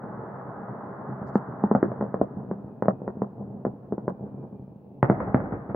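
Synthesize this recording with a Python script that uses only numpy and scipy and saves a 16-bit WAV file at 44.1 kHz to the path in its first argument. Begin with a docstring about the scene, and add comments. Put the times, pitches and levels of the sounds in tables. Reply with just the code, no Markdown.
"""Among city buildings, a stereo microphone hears fireworks burst far off.
Each shell sends a pressure pulse with a hollow knock, dulled by the air, that slaps the nearby walls,
booms briefly between them and returns from the city. An opening rush of crackle dies away under the
first volley; dull thuds rumble on until three heavy, low shells burst. Soft rustles, very short ticks
of hiss and thin wavering tones lie faintly on top."""
import sys
import numpy as np
from scipy.fft import rfft, irfft, next_fast_len
from scipy.io import wavfile
from scipy.ndimage import map_coordinates

SR = 44100
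rng = np.random.default_rng(int(sys.argv[2]) if len(sys.argv) > 2 else 0)


def waveform_to_disk(signal):
    """Save audio, clipped to [-1, 1], as 16-bit WAV at the path in sys.argv[1]."""
    frames = np.transpose(np.atleast_2d(signal))
    scaled = np.clip(frames, -1, 1) * 32767
    samples = np.round(scaled).astype(np.int16)
    wavfile.write(sys.argv[1], SR, samples)


N = 253575


def amp(db):
    """Decibels to gain."""
    return np.exp(np.asarray(db) * np.log(10) / 20)


def unit(x):
    """x at rms 1."""
    return x / np.sqrt(np.mean(x ** 2) + 1e-20)


def along(points, hz):
    """(frequency, value) points read on a log axis."""
    frequencies, values = np.transpose(points)
    return np.interp(np.log(hz + 1), np.log(frequencies + 1), values)


def filtered(x, response):
    """x times a response of frequency."""
    size = next_fast_len(N + SR // 2)
    return irfft(rfft(x, size) * response(np.fft.rfftfreq(size, 1 / SR)), size)[..., :N]


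def noise(spectrum):
    """Stereo noise at rms 1, coloured by (frequency, level) points."""
    return unit(filtered(rng.standard_normal((2, N)), lambda hz: amp(along(spectrum, hz))))


def delay(hz, s):
    """Response of a path s seconds long."""
    return np.exp(-2j * np.pi * hz * s)


def dull(hz, corner_hz):
    """Rough surfaces and long paths lose the treble."""
    return 1 / (1 + 1j * hz / corner_hz)


def add(out, s, spectrum):
    """Add one second of stereo sound, given as a spectrum, at time s."""
    lead = SR // 100  # room for the rise ahead of the peak
    hz = np.fft.rfftfreq(SR, 1 / SR)
    out[:, round(s * SR) - lead:][:, :SR] += irfft(spectrum * delay(hz, lead / SR))


# Stereo width of scattered sound at the microphone: (frequency [Hz], side minus mid [dB])
STEREO_WIDTH = [(120, -19), (250, -11.5), (500, -13), (1000, -4), (2000, 2.5)]
def spread(pair, hz):
    """Two unrelated spectra to left and right: bass alike, treble apart."""
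    side = amp(along(STEREO_WIDTH, hz)) * pair[1]
    return np.array([pair[0] + side, pair[0] - side])


# Walls a few metres from the microphone: (lag [ms], reflected share [ratio], left lead [ms])
NEAR_WALLS = [(4.785, 0.13, 0.16), (7.467, 0.19, -0.61), (15.82, 0.056, -1.2), (24.75, 0.2, 0.65),
              (30.79, 0.11, 0.37)]
# Air resonances between them, deep then upper: (frequency [Hz], width [Hz], level [dB])
BOOM_MODES = [(134.3, 11, 4.5), (199.3, 24.5, 5)]
def courtyard(hz, boom_dbs, shift=1):
    """Left and right: the direct sound, slaps from nearby walls and the resonances between them."""
    sides = np.array([[-.5], [.5]])
    slaps = sum(share * delay(hz, (ms + sides * lead_ms) / 1000) for ms, share, lead_ms in NEAR_WALLS)
    boom = 0
    for (mode_hz, width_hz, db), drive_db in zip(BOOM_MODES, boom_dbs):
        damping = 1j * hz * width_hz
        boom += amp(db + drive_db) * damping / ((mode_hz * shift) ** 2 - hz ** 2 + damping)
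    return 1 + slaps + boom


def swarm(spectrum, per_second, size_db, boom_dbs, diffuse_db):
    """Countless far pops of random size, partly direct and partly scattered, rms 1."""
    def arrival(hz):
        low_cut = 1 - np.exp(-(hz / 10) ** 2)
        return courtyard(hz, boom_dbs) * amp(along(spectrum, hz)) * low_cut

    chance, size = rng.random(N), rng.standard_normal(N)
    pops = (chance < per_second / SR) * amp(size_db * np.clip(size, -2, 2))
    wash = irfft(spread(rfft(rng.standard_normal((2, N))), np.fft.rfftfreq(N, 1 / SR)), N)
    return unit(filtered(unit(pops - pops.mean()) + amp(diffuse_db) * wash, arrival))


# Swells of distant crackle, an opening rush and then faint wash after the bangs:
# (start [s], start of the fade [s], relative level [dB])
CRACKLE_SWELLS = [(-.2, 1.81, -45.5), (2.95, 4.4, -69.5), (5.051, 4.4, -27)]
# Colour of their pops: (frequency [Hz], spectral level [dB])
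CRACKLE_SPECTRUM = [(50, -24), (80, -25), (200, -10), (420, -1), (800, 1), (1200, -3.5), (1600, -13),
                    (2000, -28), (2600, -49), (5000, -79.5)]
def crackle(level_db=6, attack_s=0.29, fade_db_per_s=21.5):
    """Dense far pops merge into a grainy rush that swells quickly and fades slowly."""
    t, level = np.arange(N) / SR, np.zeros(N)
    for start_s, fade_s, db in CRACKLE_SWELLS:
        rise = np.clip((t - start_s) / attack_s, 0, 1)
        level += rise * amp(db - fade_db_per_s * np.maximum(t - fade_s, 0))
    pops = swarm(CRACKLE_SPECTRUM, per_second=1500, size_db=-2, boom_dbs=(-2, -2), diffuse_db=-4)
    return amp(level_db) * level * pops


# Rise and fall of the thuds across the city: (time [s], relative level [dB])
RUMBLE_LEVELS = [(0.0, -42), (1.1, -41.5), (1.62, -40), (1.82, -35.5), (2.3, -40.5), (2.75, -43.5),
                 (3.1, -41.5), (3.33, -43), (3.58, -41), (3.85, -46), (4.1, -40.5), (4.45, -45.5),
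                 (4.8, -51), (5.02, -48.5), (5.15, -41), (5.75, -46)]
# Colour of those thuds: (frequency [Hz], spectral level [dB])
THUD_SPECTRUM = [(20, -24), (43, -21.5), (62, -14), (110, 1), (250, -1), (450, -3), (800, -10),
                 (1050, -19.5), (1400, -54), (2300, -91)]
def rumble(level_db=3, flutter_hz=24, flutter_db=2.4):
    """Small far bursts and their returns merge into a rumble that flutters as the echoes overlap."""
    t = np.arange(N) / SR
    contour_db = np.interp(t, *np.transpose(RUMBLE_LEVELS))
    flutter = map_coordinates(rng.standard_normal(N // 100), [t * flutter_hz])
    thuds = swarm(THUD_SPECTRUM, per_second=220, size_db=1, boom_dbs=(3, 3), diffuse_db=0)
    return amp(contour_db + level_db + flutter_db * flutter) * thuds


def blast(hz, push_ms, air_hz, edge_db=-56, low_cut_hz=60):
    """A sharp push and a longer suction, peak 1; air takes the treble, the microphone the deep bass."""
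    push, bass = 2j * np.pi * hz * push_ms / 1000, 1j * hz / low_cut_hz
    air = np.exp(-(hz / air_hz) ** 2) + amp(edge_db)  # absorption leaves only a faint sharp edge
    microphone = (bass ** 2 / (bass ** 2 + 1.15 * bass + 1)) ** 2
    pulse = push / (1 + push) ** 2 * air * microphone
    return pulse / np.abs(irfft(pulse)).max()


def scatter(hz, t60_s, rise_s, spiky):
    """Stereo response of many small reflectors; spiky lets a few stand out."""
    t = np.arange(2 * (len(hz) - 1)) / SR
    sizes = np.exp(spiky * rng.standard_normal(len(t)))
    envelope = amp(-60 * t / t60_s) * (1 - np.exp(-t / rise_s)) ** 2
    tail = rng.standard_normal((2, len(t))) * sizes * envelope
    return spread(rfft(tail / np.linalg.norm(tail[0])), hz)


# Dull returns from far buildings: (time [s], relative level [dB])
FAR_RETURNS = [(1.095, -20.5), (1.217, -20), (1.294, -28.5), (1.488, -24.5), (1.539, -27), (1.847, -19.5),
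               (2.31, -26), (2.37, -23), (2.448, -23.5), (2.584, -32), (2.645, -23.5), (3.171, -22),
               (3.426, -23.5), (3.477, -26.5), (3.564, -29.5), (4.209, -23), (4.268, -29), (4.344, -24.5),
               (4.396, -27), (4.528, -27.5), (4.596, -26), (4.679, -30), (4.76, -31), (4.917, -32.5),
               (5.278, -17.5), (5.44, -25), (5.523, -16), (5.692, -25)]
def returns(smear_db=-4):
    """Echoes reach the microphone late and soft, smeared into short booms."""
    out, hz = np.zeros((2, N + SR)), np.fft.rfftfreq(SR, 1 / SR)
    for s, db in FAR_RETURNS:
        push_ms = 0.99 * np.exp(0.15 * rng.standard_normal())
        thud = blast(hz, push_ms, air_hz=734) * courtyard(hz, boom_dbs=(-2, 3))
        smear = amp(smear_db) * scatter(hz, t60_s=0.15, rise_s=0.019, spiky=0.42)
        add(out, s, amp(db) * thud * (1 + smear) / 2)
    return out[:, :N]


def puffs(events, spectrum, width_s):
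    """Stereo noise that swells and fades around each (time, level) event."""
    t = np.arange(N) / SR
    swell = sum(amp(db) * np.exp(-((t - s) / width_s) ** 2) for s, db in events)
    return swell * noise(spectrum)


# Faint rustles close to the microphone: (time [s], level [dB])
CLOSE_RUSTLES = [(1.284, -71.5), (1.359, -67.5)]
# Their colour: (frequency [Hz], spectral level [dB])
RUSTLE_SPECTRUM = [(2000, -17), (3600, -24.5), (4500, -13), (5000, -11), (5500, -18), (6700, -21),
                   (7300, -14), (7900, -42), (15000, -27.5)]
def rustles():
    """Soft, brief brushes of hiss with two thin bright bands."""
    return puffs(CLOSE_RUSTLES, RUSTLE_SPECTRUM, width_s=0.018)


def flutter_echo(hz, push_ms, round_trip_ms=15.8):
    """Round trips between two facing walls; the heavier the burst, the more comes round again."""
    kept = np.clip(0.41 * push_ms, 0, .7)
    return 1 / (1 - kept * delay(hz, round_trip_ms / 1000) * dull(hz, corner_hz=910))


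# Building fronts farther from the microphone: (lag [s], relative level [dB])
BUILDING_FRONTS = [(.158, -28.5), (0.175, -14), (0.346, -18)]
def city_echo(hz, tail_db=-10):
    """A burst slaps back from building fronts and rolls on through the city beyond."""
    slaps = sum(amp(db) * delay(hz, lag_s) for lag_s, db in BUILDING_FRONTS)
    fronts = slaps * scatter(hz, t60_s=0.3, rise_s=0.00069, spiky=0.079)
    tail = amp(tail_db) * scatter(hz, t60_s=1.2, rise_s=0.0028, spiky=1.0)
    return (fronts + tail) * dull(hz, corner_hz=1520)


# Far bangs and a few sharp echoes of them: (time [s], relative level [dB], push length [ms],
# air cut-off [Hz], knock pitch [Hz], knock strength [ratio], upper boom drive [dB],
# lag of a second path through the air [ms], gain of that path [ratio])
FAR_BANGS = [(1.356, -12.5, 0.13, 1068, 229, 1.47, 25.5, 2.3, 0.48),
             (1.639, -13.5, 0.1, 873, 397, 2.5, 22, 1.06, 0.53),
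             (1.7131, -20.5, 0.052, 857, 422, 2.85, 19, 0.99, 3.34),
             (1.7508, -7, 0.17, 977, 254.5, 2.5, 9, 1.46, 0.68),
             (1.8286, -15.5, 0.25, 1175.0, 335.4, 4.5, -2.5, 0.58, 1.9),
             (1.918, -24, 0.31, 1114, 600.0, 1.4, 17, 1.8, 0.62),
             (2.0108, -16.5, 0.3, 1150.0, 329, 0.73, 11, 2.1, 0.43),
             (2.025, -16.5, 0.22, 897, 530, 0.6, 16, 1.5, 0.29),
             (2.04, -23.5, 0.36, 944, 482, 0.82, -7, 2.0, 0.79),
             (2.143, -14.5, 0.3, 1137, 488, 0.96, 10.5, 1.71, 0.37),
             (2.2145, -12.5, 0.42, 950, 563, 3.8, 12, 2.84, 0.57),
             (2.5135, -21, 0.31, 1120, 370, 1.5, 20, 1.9, 0.38),
             (2.8241, -13, 0.28, 1167, 569.0, 1.2, 12.5, 2.12, 0.28),
             (2.8576, -19, 0.47, 1193, 518.0, 1.35, 1, 0.46, 0.14),
             (2.8836, -8.5, 0.13, 1030, 590, 1.7, 20, 1.65, 0.4),
             (3.0186, -25, 0.5, 750, 600, 1, 4, 2, 0.26),
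             (3.0788, -17, 0.44, 1230, 706, 0.58, 9, 2.1, 0.31),
             (3.219, -23, 0.24, 970, 450, 3.1, 13, 0.97, 2.45),
             (3.6515, -18.5, 0.26, 1170, 520, 3.6, 15, 2.9, 0.34),
             (3.667, -17, 0.45, 844, 444, 0.79, 3.5, 0.54, 0.13),
             (3.924, -17.5, 0.38, 907, 411, 1.7, 6, 0.54, 0.26),
             (3.9809, -24, 0.29, 955, 332, 0.63, 18.5, 2.1, 0.47),
             (4.0804, -13, 0.33, 1102.0, 354, 1.4, 6, 1.92, 0.33),
             (4.0972, -27, 0.47, 850.0, 419, 0.94, 11.5, 0.7, 0.47),
             (5.0292, -3, 0.9, 1860, 966, 2.05, -12.5, 1.5, 0.22),
             (5.0995, -3, 0.67, 1417, 338.0, 1, 1, 1.39, 0.3),
             (5.187, -27.5, 0.4, 1100, 700, 1, 6, 1.8, 0.23),
             (5.204, -22.5, 0.17, 1400, 966, 2.6, 4, 1.8, 0.33),
             (5.3455, -3.5, 0.85, 1620, 299, 0.92, 0.5, 1.4, 0.16),
             (5.747, -16, 0.46, 1140, 530, 1.64, -3, 0.43, 0.13)]
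# Brief, faint high fizz on each bang: (frequency [Hz], relative level [dB])
FIZZ_SPECTRUM = [(1500, -41), (2900, -5), (3500, 5.5), (4600, -1.5), (7000, -8.5), (10000, -10.5),
                 (12000, 0.5), (13500, -10), (15300, -5.5)]
def bangs(near_db=-4, fizz_db=-42, knock_q=5, typical_push_ms=0.25):
    """Each bang arrives over two paths as a knocking push, scatters nearby and wakes the city."""
    out, hz = np.zeros((2, N + SR)), np.fft.rfftfreq(SR, 1 / SR)
    detour_air = np.exp(-(hz / 2900) ** 4)  # the extra air takes the last of the treble
    for s, db, push_ms, air_hz, knock_hz, knock_gain, upper_db, second_ms, second_gain in FAR_BANGS:
        # A heavier bang keeps a sharper front, drives the deep boom harder and wakes more echo.
        weight = np.log2(push_ms / typical_push_ms)
        edge_db, deep_db, echo_db = -63 + 6.5 * weight, -7 + 6.5 * weight, -8.5 + 8 * weight
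        paths = 1 + second_gain * delay(hz, second_ms / 1000)
        pulse = amp(db) * blast(hz, push_ms, air_hz, edge_db) * paths
        # The pulse overshoots for a few cycles: a hollow knock.
        damping = 1j * hz * knock_hz / knock_q
        knock = 1 + knock_gain * damping / (knock_hz ** 2 - hz ** 2 + damping)
        boom_shift = 1 + .02 * rng.standard_normal()  # each from another direction
        direct = knock * courtyard(hz, (deep_db, upper_db), boom_shift) * flutter_echo(hz, push_ms)
        near = amp(near_db) * scatter(hz, t60_s=0.064, rise_s=0.0054, spiky=0.55)
        echoes = near * dull(hz, corner_hz=1280) + amp(echo_db) * city_echo(hz)
        fizz_gain = amp(db + fizz_db + along(FIZZ_SPECTRUM, hz)) * (1 + second_gain)
        fizz = fizz_gain * scatter(hz, t60_s=.09, rise_s=.001, spiky=.7)
        add(out, s, pulse * (direct + echoes * detour_air) + fizz)
    return out[:, :N]


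# Faint ticks of hiss just after some bangs: (time [s], level [dB])
HISS_TICKS = [(1.379, -63.5), (2.238, -66.5), (4.098, -65)]
# Their colour: (frequency [Hz], spectral level [dB])
TICK_SPECTRUM = [(1000, -9.5), (2600, 3.5), (5000, -8), (11000, -4), (15000, -13)]
def ticks():
    """Very short puffs of bright noise."""
    return puffs(HISS_TICKS, TICK_SPECTRUM, width_s=0.003)


# Thin tones at the edge of hearing: (start [s], length [s], pitch [Hz], level [dB])
THIN_TONES = [(2.346, 1, 2490, -88.5), (3.356, .4, 2670, -99), (3.95, 0.89, 2394, -88.5),
              (4.773, 0.31, 2675, -90)]
def thin_tones(waver_hz=16):
    """Faint, wavering tones near 2.5 kHz that swell and fade."""
    t, out = np.arange(N) / SR, np.zeros((2, N))
    waver = unit(filtered(rng.standard_normal((2, N)), lambda hz: np.exp(-(hz / waver_hz) ** 2)))
    for s, length_s, pitch_hz, db in THIN_TONES:
        progress = np.clip((t - s) / length_s, 0, 1)
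        swell = np.sqrt(np.abs(np.sin(np.pi * progress)))
        tone = np.sin(2 * np.pi * pitch_hz * t + waver[::-1])
        out += amp(db) * swell * (1 + .5 * waver) * tone
    return out


# Colour of the far crackle, rumble and bangs at the microphone: (frequency [Hz], gain [dB])
DISTANCE_COLOUR = [(1500, -1.5), (1950, 2.5), (2300, -2), (2900, -6.5), (3500, 0.5), (4500, -1), (8000, 2),
                   (12000, 4)]
def scene():
    """The far fireworks share one colour; faint rustles, ticks and tones lie on top."""
    far = filtered(crackle() + rumble() + returns() + bangs(), lambda hz: amp(along(DISTANCE_COLOUR, hz)))
    return far + rustles() + ticks() + thin_tones()


# Faint steady hiss with a bright top edge: (frequency [Hz], spectral level [dB])
HISS_SPECTRUM = [(30, -15), (2500, 19), (4000, 10.5), (8000, 3.5), (10500, 8), (12200, 11.5), (13600, 5.5),
                 (15200, 15)]
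def record(dry, hiss_db=-81.5, top_hz=15800):
    """A faint hiss lies under everything, and the highest treble is cut off."""
    return filtered(dry + amp(hiss_db) * noise(HISS_SPECTRUM), lambda hz: hz < top_hz)


dry = scene()
out = record(dry)
waveform_to_disk(out)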